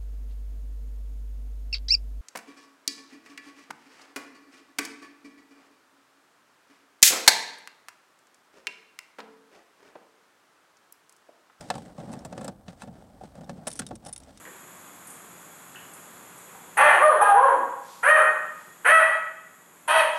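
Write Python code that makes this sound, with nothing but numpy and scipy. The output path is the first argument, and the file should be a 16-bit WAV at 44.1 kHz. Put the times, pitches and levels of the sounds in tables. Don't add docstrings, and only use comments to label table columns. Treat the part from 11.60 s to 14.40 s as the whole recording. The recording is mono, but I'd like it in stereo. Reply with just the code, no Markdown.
import sys
import numpy as np
from scipy import signal
from scipy.fft import rfft, irfft
from scipy.io import wavfile

SR = 44100
rng = np.random.default_rng(int(sys.argv[2]) if len(sys.argv) > 2 else 0)


def digitize_waveform(pressure):
    field = np.atleast_2d(pressure).T
    bounded = np.clip(field, -1, 1)
    quanta = np.round(bounded * 32767).astype(np.int16)
    wavfile.write(sys.argv[1], SR, quanta)


N = 123479

# f/Hz, level/dB
PANEL_SPECTRUM = [(40, -39.5), (100, -11), (185, -1), (260, -4), (390, -15.5), (560, -3), (780, 2),
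                  (1000, -11.5), (1400, -13.5), (2100, -19.5), (2680, -22), (3050, -19.5), (3650, -20.5),
                  (5300, -21.5), (7000, -24.5), (8300, -20), (10500, -31.5), (16000, -47.5)]


def amp(db):
    return 10 ** (np.asarray(db) / 20)


def unit_energy(x):
    return x / np.sqrt(np.sum(x ** 2) + 1e-20)


def unit_rms(x):
    return unit_energy(x) * np.sqrt(len(x))


def value_at(points, hz):
    f, value = np.transpose(points)
    return np.interp(np.log(hz + 1), np.log(f), value)


def colour(x, points):
    hz = np.fft.rfftfreq(len(x), 1 / SR)
    return irfft(rfft(x) * amp(value_at(points, hz)), len(x))


def split(x, crossovers_hz):
    edges = [30, *crossovers_hz, 18000]
    return [signal.sosfilt(signal.butter(4, pair, "band", fs=SR, output="sos"), x)
            for pair in zip(edges, edges[1:])]


def add(mix, onset_s, sound):
    part = mix[max(round(onset_s * SR), 0):][:len(sound)]
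    part += sound[:len(part)]


def rubbing():
    # t/s, bass level/dB, middle level/dB, treble level/dB
    rub_levels = [(0, -50, -43.5, -57.5), (0.17, -46.5, -64.5, -59.5), (0.302, -49, -47, -63.5),
                  (0.351, -57, -62.5, -68.5), (0.389, -41, -46, -60), (0.54, -43.5, -44.5, -62),
                  (0.7, -49, -54, -66.5), (0.866, -40.5, -42, -57.5), (0.949, -50.5, -59.5, -71.5),
                  (1.056, -64, -61.5, -73.5), (1.097, -48, -49, -58), (1.171, -63, -59.5, -69),
                  (1.216, -62, -49, -52), (1.28, -43.5, -57, -72.5), (1.34, -52.5, -55, -67),
                  (1.57, -57, -58.5, -70.5), (1.64, -55, -52, -60), (1.7, -58.5, -58, -68),
                  (1.8, -53, -48, -65.5), (1.92, -48, -58, -67), (2.03, -52, -50.5, -68),
                  (2.11, -54, -65, -59), (2.33, -47.5, -60.5, -67.5), (2.39, -58, -71, -72.5),
                  (2.483, -47, -39, -58.5), (2.532, -66, -67, -70.5), (2.7, -53.5, -53, -62.5),
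                  (2.8, -66.5, -69, -64.5)]
    catches_per_s, spread_db, catch_t60_s, sliding_db = 550, 3, 0.038, -12
    crossovers_hz, band_gains_db = [422, 1770], [-1, -5, -1.5]
    t = np.arange(N) / SR
    sizes = amp(spread_db * np.minimum(rng.exponential(1, N), 4))
    catches = sizes * (rng.random(N) < catches_per_s / SR)
    decay = amp(-60 * t[:2 ** 11] / catch_t60_s)
    envelope = np.sqrt(abs(signal.fftconvolve(catches ** 2, decay ** 2)[:N]))
    friction = (unit_rms(envelope) + amp(sliding_db)) * rng.standard_normal(N)
    bands = split(colour(friction, PANEL_SPECTRUM), crossovers_hz)
    times, *curves_db = np.transpose(rub_levels)
    return sum(unit_rms(band) * amp(np.interp(t, times, db) + gain_db)
               for band, db, gain_db in zip(bands, curves_db, band_gains_db))


def cabin_air(level_db=-57.5):
    # f/Hz, level/dB
    air_spectrum = [(20, -18), (52, 5), (200, -2.5), (400, -13), (1200, -17.5), (2300, -45), (9000, -33.5),
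                    (16000, -37)]
    return amp(level_db) * unit_rms(colour(rng.standard_normal(N), air_spectrum))


def modal_ring(modes, t, age, spread_db):
    phases = rng.random(len(modes))
    weights_db = spread_db * rng.standard_normal(len(modes))
    return unit_energy(sum(amp(db + weight_db - 60 * age / t60) * np.sin(2 * np.pi * (hz * t + phase))
                           for (hz, db, t60), phase, weight_db in zip(modes, phases, weights_db)))


def diffuse_ring(t):
    # f/Hz, T60/s
    decay_times = [(150, 0.27), (400, 0.032), (800, 0.054), (3500, 0.052), (9000, 0.029)]
    noise = colour(rng.standard_normal(len(t)), PANEL_SPECTRUM)
    hz, age, spectra = signal.stft(noise, SR, nperseg=128)
    decay = amp(-60 * age / value_at(decay_times, hz)[:, None])
    _, ring = signal.istft(spectra * decay, SR, nperseg=128)
    return unit_energy(ring[:len(t)])


def knocks():
    # t/s, thud, body, crack and snap level/dB, contact time/s, struck spot's resonance f/Hz
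    blows = [(0.009, -58, -72, -50, -51.5, 0.00063, 5080), (0.1017, -42, -27.5, -31, -42, 0.00061, 696),
             (0.1392, -42, -48, -48.5, -62, 0.0023, 1347), (0.1525, -42, -39.5, -50, -51, 0.0011, 765),
             (0.18, -40.5, -42.5, -55.5, -55.5, 0.00096, 820), (0.378, -45.5, -42.5, -59, -66, 0.0053, 186),
             (0.4, -39, -47, -55, -68, 0.0027, 773), (0.527, -44, -59, -53.5, -51, 0.0054, 547),
             (0.536, -46, -43, -54, -53, 0.00094, 559), (0.649, -40, -47, -49, -47, 0.0014, 740),
             (0.657, -44, -45.5, -68, -55, 0.00076, 630), (0.725, -39.5, -41, -50.5, -58.5, 0.0029, 1360),
             (0.776, -39, -40.5, -47.5, -55, 0.0041, 530), (0.81, -46, -41, -51.5, -52.5, 0.0055, 504),
             (0.844, -64, -42, -52, -44, 0.002, 7720), (0.853, -43.7, -48, -59, -60, 0.0017, 527),
             (0.8792, -45, -38, -44.5, -44.5, 0.0007, 5110), (1.0809, -40, -51.5, -49.5, -80, 0.0015, 186),
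             (1.2197, -53, -48, -45, -51.5, 0.00023, 1363), (1.232, -42.5, -49.5, -61, -62, 0.0049, 198),
             (1.272, -39, -48.5, -61, -69, 0.015, 133), (1.61, -50, -43.5, -69, -74, 0.003, 760),
             (1.635, -44.5, -45.5, -61, -66, 0.001, 1336), (1.753, -56, -49.5, -61.5, -65, 0.0012, 572),
             (1.778, -45, -55, -70, -72, 0.0041, 178), (1.808, -42, -70, -63, -66, 0.0032, 192),
             (1.894, -38, -39, -46, -56, 0.0006, 565), (1.978, -42, -64, -69, -77, 0.005, 152),
             (2.069, -43, -34.5, -39.5, -39.5, 0.0038, 638), (2.078, -54, -42.5, -57, -40, 0.0023, 728),
             (2.1928, -36, -47, -36.5, -33.5, 0.0023, 1436), (2.2182, -48, -55, -45, -57, 0.001, 1565),
             (2.308, -39, -38.5, -55, -70, 0.004, 722), (2.328, -40.5, -65, -71, -79, 0.0024, 330),
             (2.462, -46, -46, -58.5, -62, 0.0055, 773)]
    # f/Hz, level/dB, T60/s
    panel_modes = [(133.4, -2.5, 0.18), (175.2, 3, .16), (230, 0.5, 0.15), (493.4, 0.5, 0.1),
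                   (569.7, 10.5, 0.059), (740.6, 8, 0.073), (871, 4.5, 0.054), (1107, -2, 0.057),
                   (1368, -5.5, 0.057), (1733, -4.5, 0.051), (2620, -2.5, 0.036), (3506, -10, 0.048),
                   (3955, -3, 0.019)]
    crossovers_hz, band_gains_db = [362, 1330, 7120], [28.9, 28.8, 27.26, 25.3]
    diffuse_db, spot_db = -1.5, -1.5
    spot_cycles = 7.7
    out, t = np.zeros(N), np.arange(2 ** 13) / SR
    for onset_s, *levels_db, contact_s, spot_hz in blows:
        blow = modal_ring(panel_modes, t, t, spread_db=1) + amp(diffuse_db) * diffuse_ring(t)
        spot = np.sin(2 * np.pi * spot_hz * t) * np.exp(-t * np.sqrt(spot_hz * 1000) / spot_cycles)
        press = np.clip(t / contact_s, 0, 1) ** 0.76
        for k, band in enumerate(split(blow * press, crossovers_hz)):
            if k == np.searchsorted(crossovers_hz, spot_hz):
                band = unit_energy(band) + amp(spot_db) * unit_energy(spot * press)
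            add(out, onset_s, amp(levels_db[k] + band_gains_db[k]) * unit_energy(band))
    return out


def tip_slips():
    # t/s, squeak level/dB, scrape level/dB, slide time/s
    slips = [(.517, -53, -55, 0.0018), (.590, -63, -52.5, 0.0029), (1.843, -78, -58, 0.0015),
             (2.071, -31.5, -38.5, 0.002), (2.079, -30.5, -38.5, 0.002), (2.102, -42, -46.5, 0.0021),
             (2.114, -42, -43.5, 0.0028), (2.128, -37.5, -45.5, 0.0068), (2.155, -40.5, -45.5, 0.011),
             (2.173, -46.5, -49.5, 0.008), (2.191, -31, -38, 0.0013), (2.2653, -42, -41.5, 0.0023),
             (2.288, -55, -55.5, .001), (2.354, -46.5, -48.5, 0.00077), (2.45, -49, -53, .001),
             (2.461, -41, -44.5, 0.0081), (2.482, -44, -48.5, 0.011), (2.527, -33.5, -52, 0.0025),
             (2.5313, -37, -46.5, 0.0015), (2.561, -40, -42.5, 0.0018), (2.578, -41.5, -52, 0.0016),
             (2.601, -53, -55.5, .001), (2.633, -56, -54, 0.0023), (2.774, -53.5, -50, 0.00072)]
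    # f/Hz, level/dB, T60/s
    steel_modes = [(3037, -4, 0.021), (3670, 1.5, 0.035), (5380, 4.5, 0.022), (8370, -20, 0.016),
                   (9330, -1, 0.021), (9630, 13, 0.015), (9700, 0, 0.042), (10030, -3.5, 0.027)]
    # f/Hz, level/dB
    contact_spectrum = [(2000, -9), (3500, -11.5), (5500, -2.5), (7200, -3.5), (8400, -2), (10400, -15),
                        (11200, -17.5), (16000, -34)]
    catches_per_s, chatter_db, detune = 600, 6, 0.022
    contact_db, contact_t60_s, rise_s = -0.5, 0.033, 0.00053
    squeak_band_hz, squeak_gain_db, scrape_gain_db = [8490, 10800], 23.5, 24.5
    out, t = np.zeros(N), np.arange(2 ** 12) / SR
    rise = np.sin(np.pi / 2 * np.minimum(t / rise_s, 1)) ** 2
    for onset_s, squeak_db, scrape_db, slide_s in slips:
        age = np.maximum(t - slide_s, 0)
        grip = np.interp(t * catches_per_s, np.arange(len(t)), rng.uniform(-0.94, 1, len(t)))
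        pitch = 1 + detune * (2 * rng.random() - 1 + grip * (t < slide_s))
        noise = colour(rng.standard_normal(len(t)), contact_spectrum)
        contact = unit_energy(noise * amp(-60 * age / contact_t60_s))
        ring = modal_ring(steel_modes, np.cumsum(pitch) / SR, age, spread_db=4)
        tick = (ring + amp(contact_db) * contact) * rise * amp(chatter_db * grip)
        low, squeak, high = split(tick, squeak_band_hz)
        add(out, onset_s, amp(scrape_db + scrape_gain_db) * unit_energy(low + high))
        add(out, onset_s, amp(squeak_db + squeak_gain_db) * unit_energy(squeak))
    return out


def unscrewing():
    return knocks() + tip_slips() + rubbing()


def scene():
    # f/Hz, level/dB
    work_width = [(60, -13), (170, -15), (350, -6), (700, -16), (1400, -12), (2800, -17), (5500, -20),
                  (9000, -16), (14000, -13)]
    # f/Hz, level/dB
    air_width = [(60, -10.5), (550, 6.5), (4970, -6.5)]
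    # f/Hz, level/dB
    balance = [(200, -1.2), (700, 1.5), (3000, -0.9), (9000, 0.9)]
    mid = unscrewing() + cabin_air()
    side = colour(unscrewing(), work_width) + colour(cabin_air(), air_width)
    left = colour(mid + side, [(hz, db / 2) for hz, db in balance])
    right = colour(mid - side, [(hz, -db / 2) for hz, db in balance])
    return np.array([left, right])


def record(dry):
    cutoff_hz = 15900
    low_pass = signal.firwin(511, cutoff_hz, window=("kaiser", 9), fs=SR)
    return signal.oaconvolve(dry, low_pass[None], "same")


dry = scene()
out = record(dry)
digitize_waveform(out)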